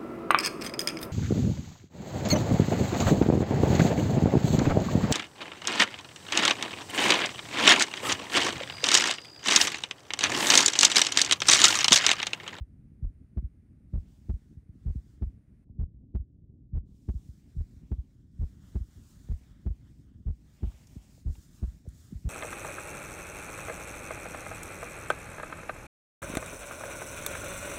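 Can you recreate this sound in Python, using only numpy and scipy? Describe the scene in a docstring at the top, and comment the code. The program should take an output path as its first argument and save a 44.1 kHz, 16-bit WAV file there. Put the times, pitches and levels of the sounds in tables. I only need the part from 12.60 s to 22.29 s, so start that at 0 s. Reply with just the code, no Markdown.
"""From the start a low hum and a thin hiss lie under a heartbeat heard by a contact pickup.
Deep, dull thuds come in lub-dub pairs, about 65 a minute: each is a few quick pushes on one heavy, damped
body. The strongest overload the pickup and knock; faint falling blips lead in the thuds and stray between.
After one second a dancer's slipper faintly brushes the floor, as swelling grains of friction noise.
At three seconds the hiss stops; later the strokes crowd closer and the sole catches in short, dry puffs."""
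import sys
import numpy as np
from scipy import signal
from scipy.fft import rfft, irfft
from scipy.io import wavfile
from scipy.ndimage import map_coordinates

SR = 44100
rng = np.random.default_rng(int(sys.argv[2]) if len(sys.argv) > 2 else 0)


def digitize_waveform(pressure):
    """Quantize a signal to 16-bit integers and store it at the path in sys.argv[1].

    Rows of a 2-D input are taken as channels; values are limited to [-1, 1].
    """
    field = np.atleast_2d(pressure).T
    bounded = np.clip(field, -1, 1)
    quanta = np.round(bounded * 32767).astype(np.int16)
    wavfile.write(sys.argv[1], SR, quanta)


N = 427329


def gain_of(db):
    """Turns decibels into an amplitude factor."""
    return 10 ** (np.asarray(db) / 20)


def evened(x):
    """Scales a signal to rms 1."""
    return x / np.sqrt(np.mean(x ** 2) + 1e-20)


def coloured(x, points):
    """Shapes the spectrum of x by (frequency, level) points and scales it to rms 1."""
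    point_hz, point_db = np.transpose(points)
    hz = np.fft.rfftfreq(N, 1 / SR)
    shape_db = np.interp(np.log(hz + 1), np.log(point_hz), point_db)
    return evened(irfft(rfft(x) * gain_of(shape_db), N))


def wander(per_s):
    """Makes slow random drift of rms 1, its changes rolled off around per_s [Hz]."""
    hz = np.fft.rfftfreq(N, 1 / SR)
    drift = rfft(rng.standard_normal(N)) * np.exp(-(hz / per_s) ** 2)
    return evened(irfft(drift, N))


def add(mix, at, sound):
    """Adds a sound into the mix at a time in seconds, trimmed to the ends of the mix."""
    start = round(at * SR)
    part = mix[max(start, 0):max(start + len(sound), 0)]
    part += sound[max(-start, 0):][:len(part)]


LAG_HZ = 61.25  # below this, waves arrive late


def bass_lag(hz):
    """Bass travels more slowly than treble, so every push arrives as a falling sweep."""
    return ((LAG_HZ - 1j * hz) / (LAG_HZ + 1j * hz)) ** 2


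# relative spectrum of the body's drone between the thuds: (frequency [Hz], level [dB per Hz])
HUM_SPECTRUM = [(15, -45), (25, -13), (54, 2.5), (107, -1.5), (178, -5.5), (275, -11), (335, -18.5),
                (390, -23), (450, -29.5), (640, -40.5), (900, -53), (1500, -89.5)]


def hum(level_db=-54, lumpy_db=2.5, lumps_per_s=55, stir_db=1.8, stirs_per_s=9):
    """Countless small tremors of the same body merge into a lumpy drone that stirs now and then."""
    stir = stir_db * wander(stirs_per_s)
    lumps = lumpy_db * wander(lumps_per_s)
    tremor = rng.standard_normal(N) * gain_of(lumps + stir)
    delayed = irfft(rfft(tremor) * bass_lag(np.fft.rfftfreq(N, 1 / SR)), N)
    return gain_of(level_db) * coloured(delayed, HUM_SPECTRUM)


# relative spectrum of the thin steady hiss: (frequency [Hz], level [dB per Hz])
HISS_SPECTRUM = [(400, -6.5), (600, 5), (950, -4), (1300, -2.5), (2000, -2), (2500, -6), (3200, -13.5),
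                 (7800, -17), (9000, -9), (10500, -16), (15500, -24)]


def hiss(level_db=-84, end_s=3.05, stop_s=0.008):
    """Coloured noise holds level, then stops short."""
    on = np.clip((end_s - np.arange(N) / SR) / stop_s, 0, 1)
    return gain_of(level_db) * on * coloured(rng.standard_normal(N), HISS_SPECTRUM)


# strokes of the slipper on the floor, levels before the slipper's own trims:
# (start [s], length [s], level of the soft rub [dB], level of the fizz [dB])
SLIPPER_STROKES = [(1.283, 0.77, -80.5, -78), (2.12, .7, -82, -79.5), (4.246, 0.42, -87.5, -80),
                   (4.423, 0.53, -81, -73.5), (4.793, 0.63, -79, -77), (5.23, 0.57, -85, -81),
                   (5.7, 0.83, -78, -74.5), (6, 0.35, -75.5, -74), (6.206, 0.68, -75, -68.5),
                   (6.64, 0.48, -75, -74.5), (6.886, 0.94, -79.5, -78.5), (7.612, 0.7, -83, -77.5),
                   (7.784, 0.56, -75, -74.5), (7.98, 0.32, -72.5, -73.5), (8.134, 0.63, -73, -68),
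                   (8.653, 0.41, -75.5, -67), (8.894, 0.42, -74.5, -68.5), (9.242, 0.53, -73.5, -66.5),
                   (9.6, 0.41, -72.5, -70.5)]


def stroke_levels(rest_db=-104, skew=0.72, arch_power=0.9):
    """Each stroke is one arch in rub and fizz [dB]; overlapping strokes add in power over a faint rustle."""
    soft, fizz = np.full((2, N), gain_of(rest_db) ** 2)
    for at, length, soft_db, fizz_db in SLIPPER_STROKES:
        u = np.arange(0, 1, 1 / (length * SR))
        # a skew under 1 makes the stroke swell faster than it fades
        arch = np.sin(np.pi * u ** skew).clip(0) ** arch_power
        add(soft, at, (gain_of(soft_db) * arch) ** 2)
        add(fizz, at, (gain_of(fizz_db) * arch) ** 2)
    return 10 * np.log10(soft), 10 * np.log10(fizz)


def floor_echo(x, echo, delay_s=0.00048, sway=0.23, sway_per_s=4.0):
    """The sound also arrives off the floor; as the foot moves, the peaks of that comb glide."""
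    moving_delay_s = delay_s * np.exp(sway * wander(sway_per_s))
    read_at = np.arange(N) - SR * moving_delay_s
    reflected = map_coordinates(x, [read_at], order=3, mode="wrap")
    return evened(x + echo * reflected)


# relative spectra of the slipper's soft rub, fizz and topmost sheen: (frequency [Hz], level [dB per Hz])
RUB_SPECTRUM = [(300, -16.5), (600, 4), (1000, 2), (2000, -3.5), (2600, -5), (3600, -5.5), (8000, -34)]
FIZZ_SPECTRUM = [(1300, -34), (2400, -14.5), (3600, -5), (5500, -1), (7200, -3), (8700, -4), (10000, -11.5),
                 (12000, -12.5), (15700, -8)]
SHEEN_SPECTRUM = [(4000, -27), (7000, 5), (8600, -3), (10500, -6), (12200, -8.5), (14800, -5),
                  (15700, -6.5)]


def slipper(soft_db=0.5, fizz_db=-1.5, sheen_db=-4.0, sheen_growth=0.58, flutter_db=0.43, flutter_per_s=45,
            uneven_db=1.4, uneven_per_s=12):
    """Fine friction grains swell and fade in long, slightly uneven strokes; a brisk stroke is brighter."""
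    soft, fizz = stroke_levels()
    brisk = fizz - fizz.max()  # dB below the strongest fizz
    soft = soft + uneven_db * wander(uneven_per_s)
    fizz = fizz + uneven_db * wander(uneven_per_s)
    grains = rng.standard_normal((3, N))
    low = gain_of(soft_db + soft) * floor_echo(coloured(grains[0], RUB_SPECTRUM), echo=0.43)
    high = gain_of(fizz_db + fizz) * floor_echo(coloured(grains[1], FIZZ_SPECTRUM), echo=0.18)
    top = gain_of(sheen_db + fizz + sheen_growth * brisk) * coloured(grains[2], SHEEN_SPECTRUM)
    return (low + high + top) * gain_of(flutter_db * wander(flutter_per_s))


# moments where the sole catches on the floor: (time [s], relative level [dB], centre pitch [Hz])
SOLE_CATCHES = [(6.686, -75, 1300), (8.116, -62.5, 1090), (8.27, -59, 6340), (8.752, -62.5, 2600),
                (8.752, -58.5, 780), (9.287, -60, 8060)]


def catches(fade_s=0.0032, skirt_db=-18):
    """Each catch of the sole is a short dry puff of noise around one pitch."""
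    out = np.zeros(N)
    for at, db, hz in SOLE_CATCHES:
        u = np.maximum(np.arange(N) / SR - at, 0) / fade_s
        envelope = 2 * np.sqrt(u) * np.exp(-u)
        peak = [(hz / 10, 3 * skirt_db), (hz / 2, skirt_db), (hz, 0),
                (hz * 2, skirt_db), (hz * 10, 3 * skirt_db)]
        out += gain_of(db) * envelope * coloured(rng.standard_normal(N), peak)
    return out


# stray blips, before the overload: (time [s], peak level [dB], starting pitch [Hz], length [s])
STRAY_BLIPS = [(.824, -37.5, 264, 0.018), (1.925, -45, 345, 0.013), (2.152, -47, 377, 0.022),
               (2.3495, -44, 400, 0.011), (3.091, -71, 1110, 0.0081), (4.539, -41.5, 294, .023),
               (6.198, -41, 290, 0.025), (6.688, -45.5, 606, 0.0042), (8.355, -44, 389, 0.023),
               (8.577, -57.5, 920, 0.011), (9.253, -57, 880, 0.012), (9.263, -49.5, 775, 0.015),
               (9.522, -32, 326, .022)]
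# the blip leading into each lub, and into each dub:
# (lead [s], level against the thud's first push [dB], starting pitch [Hz], length [s])
LUB_LEAD_IN = (.0085, -22, 300, .014)
DUB_LEAD_IN = (.0072, -24, 370, .0135)


def blips(fall=1.41):
    """Each blip starts quickly, glides down in pitch and fades; one leads into every lub and dub."""
    rows = list(STRAY_BLIPS)
    for beats, lead_in in ((LUB_THUDS, LUB_LEAD_IN), (DUB_THUDS, DUB_LEAD_IN)):
        lead, rel_db, hz, length = lead_in
        rows += [(at - lead, db + rel_db, hz, length) for at, db, *_ in beats]
    out = np.zeros(N)
    for at, db, hz, length in rows:
        u = np.arange(0, 1, 1 / (length * SR))
        turns = np.cumsum(hz * np.exp(-fall * u)) / SR
        envelope = np.sin(np.pi * u ** 0.69) ** 2
        add(out, at, gain_of(db) * envelope * np.sin(2 * np.pi * turns))
    return out


BODY_HZ, BODY_Q = 58.5, 1.8  # the heavy body's resonance


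def push(db, sharp_hz, size=16384):
    """An outward push, centred in its span, rings the body; a slow push leaves out its upper range."""
    hz = np.fft.rfftfreq(size, 1 / SR)
    s = 1j * hz / BODY_HZ
    body = s ** 2 / (s ** 2 + s / BODY_Q + 1) * bass_lag(hz)
    body *= (s / (s + 1)) ** 2  # the pickup lets slow pressure leak away
    ring = body * np.exp(-hz / sharp_hz)
    return gain_of(db) * np.roll(irfft(ring / abs(ring).mean()), size // 2)


# first thud of each pair, rocking out, in, out and settling; strengths before the overload:
# (time [s], opening push [dB], its sharpness [Hz], return push [dB], main push [dB], its sharpness [Hz])
LUB_THUDS = [(0.4264, -23, 49, -22, -22.5, 14), (1.3359, -18.5, 50, -19.5, -18.5, 20),
             (2.2605, -20, 51.6, -21, -18, 20.5), (3.1905, -20, 47.8, -21, -18.5, 22),
             (4.133, -22.5, 53.2, -21, -16.5, 22.2), (4.9671, -25, 64, -24, -19, 22),
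             (5.7925, -23, 42, -21.5, -16.5, 23.4), (6.6955, -21, 41.8, -21, -21, 22.6),
             (7.6611, -21, 36.5, -20.5, -18, 24.6), (8.6585, -20, 37.3, -23, -19, 21.3),
             (9.651, -20, 49, -22, -22, 39)]
# second thud of each pair, split in two inward pushes:
# (time [s], strength [dB], sharpness [Hz], split [s], strength of the later push [dB])
DUB_THUDS = [(0.7701, -15.5, 37.8, 0.068, -24.5), (1.6925, -15, 38.2, 0.042, -23.5),
             (2.6193, -15, 37.4, .044, -25.5), (3.5476, -15, 36.8, .0477, -26),
             (4.4862, -14.4, 47, 0.064, -24.5), (5.3148, -15, 48.4, 0.068, -24),
             (6.1531, -15, 43.4, .0525, -24), (7.061, -15, 38, 0.039, -22.5),
             (8.0294, -14.5, 39, 0.038, -25.5), (9.0258, -15.5, 35.5, 0.048, -27.4)]
# single inward bumps outside the paired thuds: (time [s], strength [dB], sharpness [Hz])
SINGLE_BUMPS = [(.009, -26, 36.7), (1.9715, -33.5, 75), (2.0924, -35.5, 79.5), (2.3569, -22.5, 73.4),
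                (2.373, -32, 27), (3.098, -35.5, 92), (4.689, -31.5, 65.6), (5.166, -36.5, 77.4),
                (8.3653, -29.5, 102), (9.2755, -28, 73.6), (9.551, -27.5, 37.5)]
# the rocking that all lubs share, timed from the opening push
RETURN_S, MAIN_S, SETTLE_S = 0.0114, 0.0277, 0.0465
RETURN_SHARP_HZ, SETTLE_SHARP_HZ = 24.4, 23.6
SETTLE_DB = -8  # against the main push
SPLIT_SHARP_HZ = 30.6  # the later push of a dub is soft


def thuds():
    """A lub rocks the body out and in twice, a dub pushes it in twice, a bump once."""
    outward, inward = 1, -1
    pushes = [(at, inward, db, sharp_hz) for at, db, sharp_hz in SINGLE_BUMPS]
    for at, db, sharp_hz, return_db, main_db, main_hz in LUB_THUDS:
        pushes += [(at, outward, db, sharp_hz),
                   (at + RETURN_S, inward, return_db, RETURN_SHARP_HZ),
                   (at + MAIN_S, outward, main_db, main_hz),
                   (at + SETTLE_S, inward, main_db + SETTLE_DB, SETTLE_SHARP_HZ)]
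    for at, db, sharp_hz, split, later_db in DUB_THUDS:
        pushes += [(at, inward, db, sharp_hz),
                   (at + split, inward, later_db, SPLIT_SHARP_HZ)]
    out = np.zeros(N)
    for at, way, db, sharp_hz in pushes:
        thud = way * push(db, sharp_hz)
        add(out, at - len(thud) / 2 / SR, thud)
    return out


def overload(x, ceiling_db=-24.95):
    """The pickup cuts the tall swings flat; their corners give each strong thud its knock."""
    ceiling = gain_of(ceiling_db)
    return np.clip(x, -ceiling, ceiling)


def scene():
    """The pickup overloads on thuds, blips and hum; the slipper and the hiss lie over them."""
    heartbeat = overload(thuds() + blips() + hum())
    floor = slipper() + catches()
    return (heartbeat + floor + hiss())[None]


def record(dry, edge_hz=15750):
    """The recorder's band limit is a steep low-pass filter."""
    band_limit = signal.firwin(511, edge_hz, window=("kaiser", 9), fs=SR)
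    return signal.oaconvolve(dry, band_limit[None], "same")


dry = scene()
out = record(dry)
digitize_waveform(out)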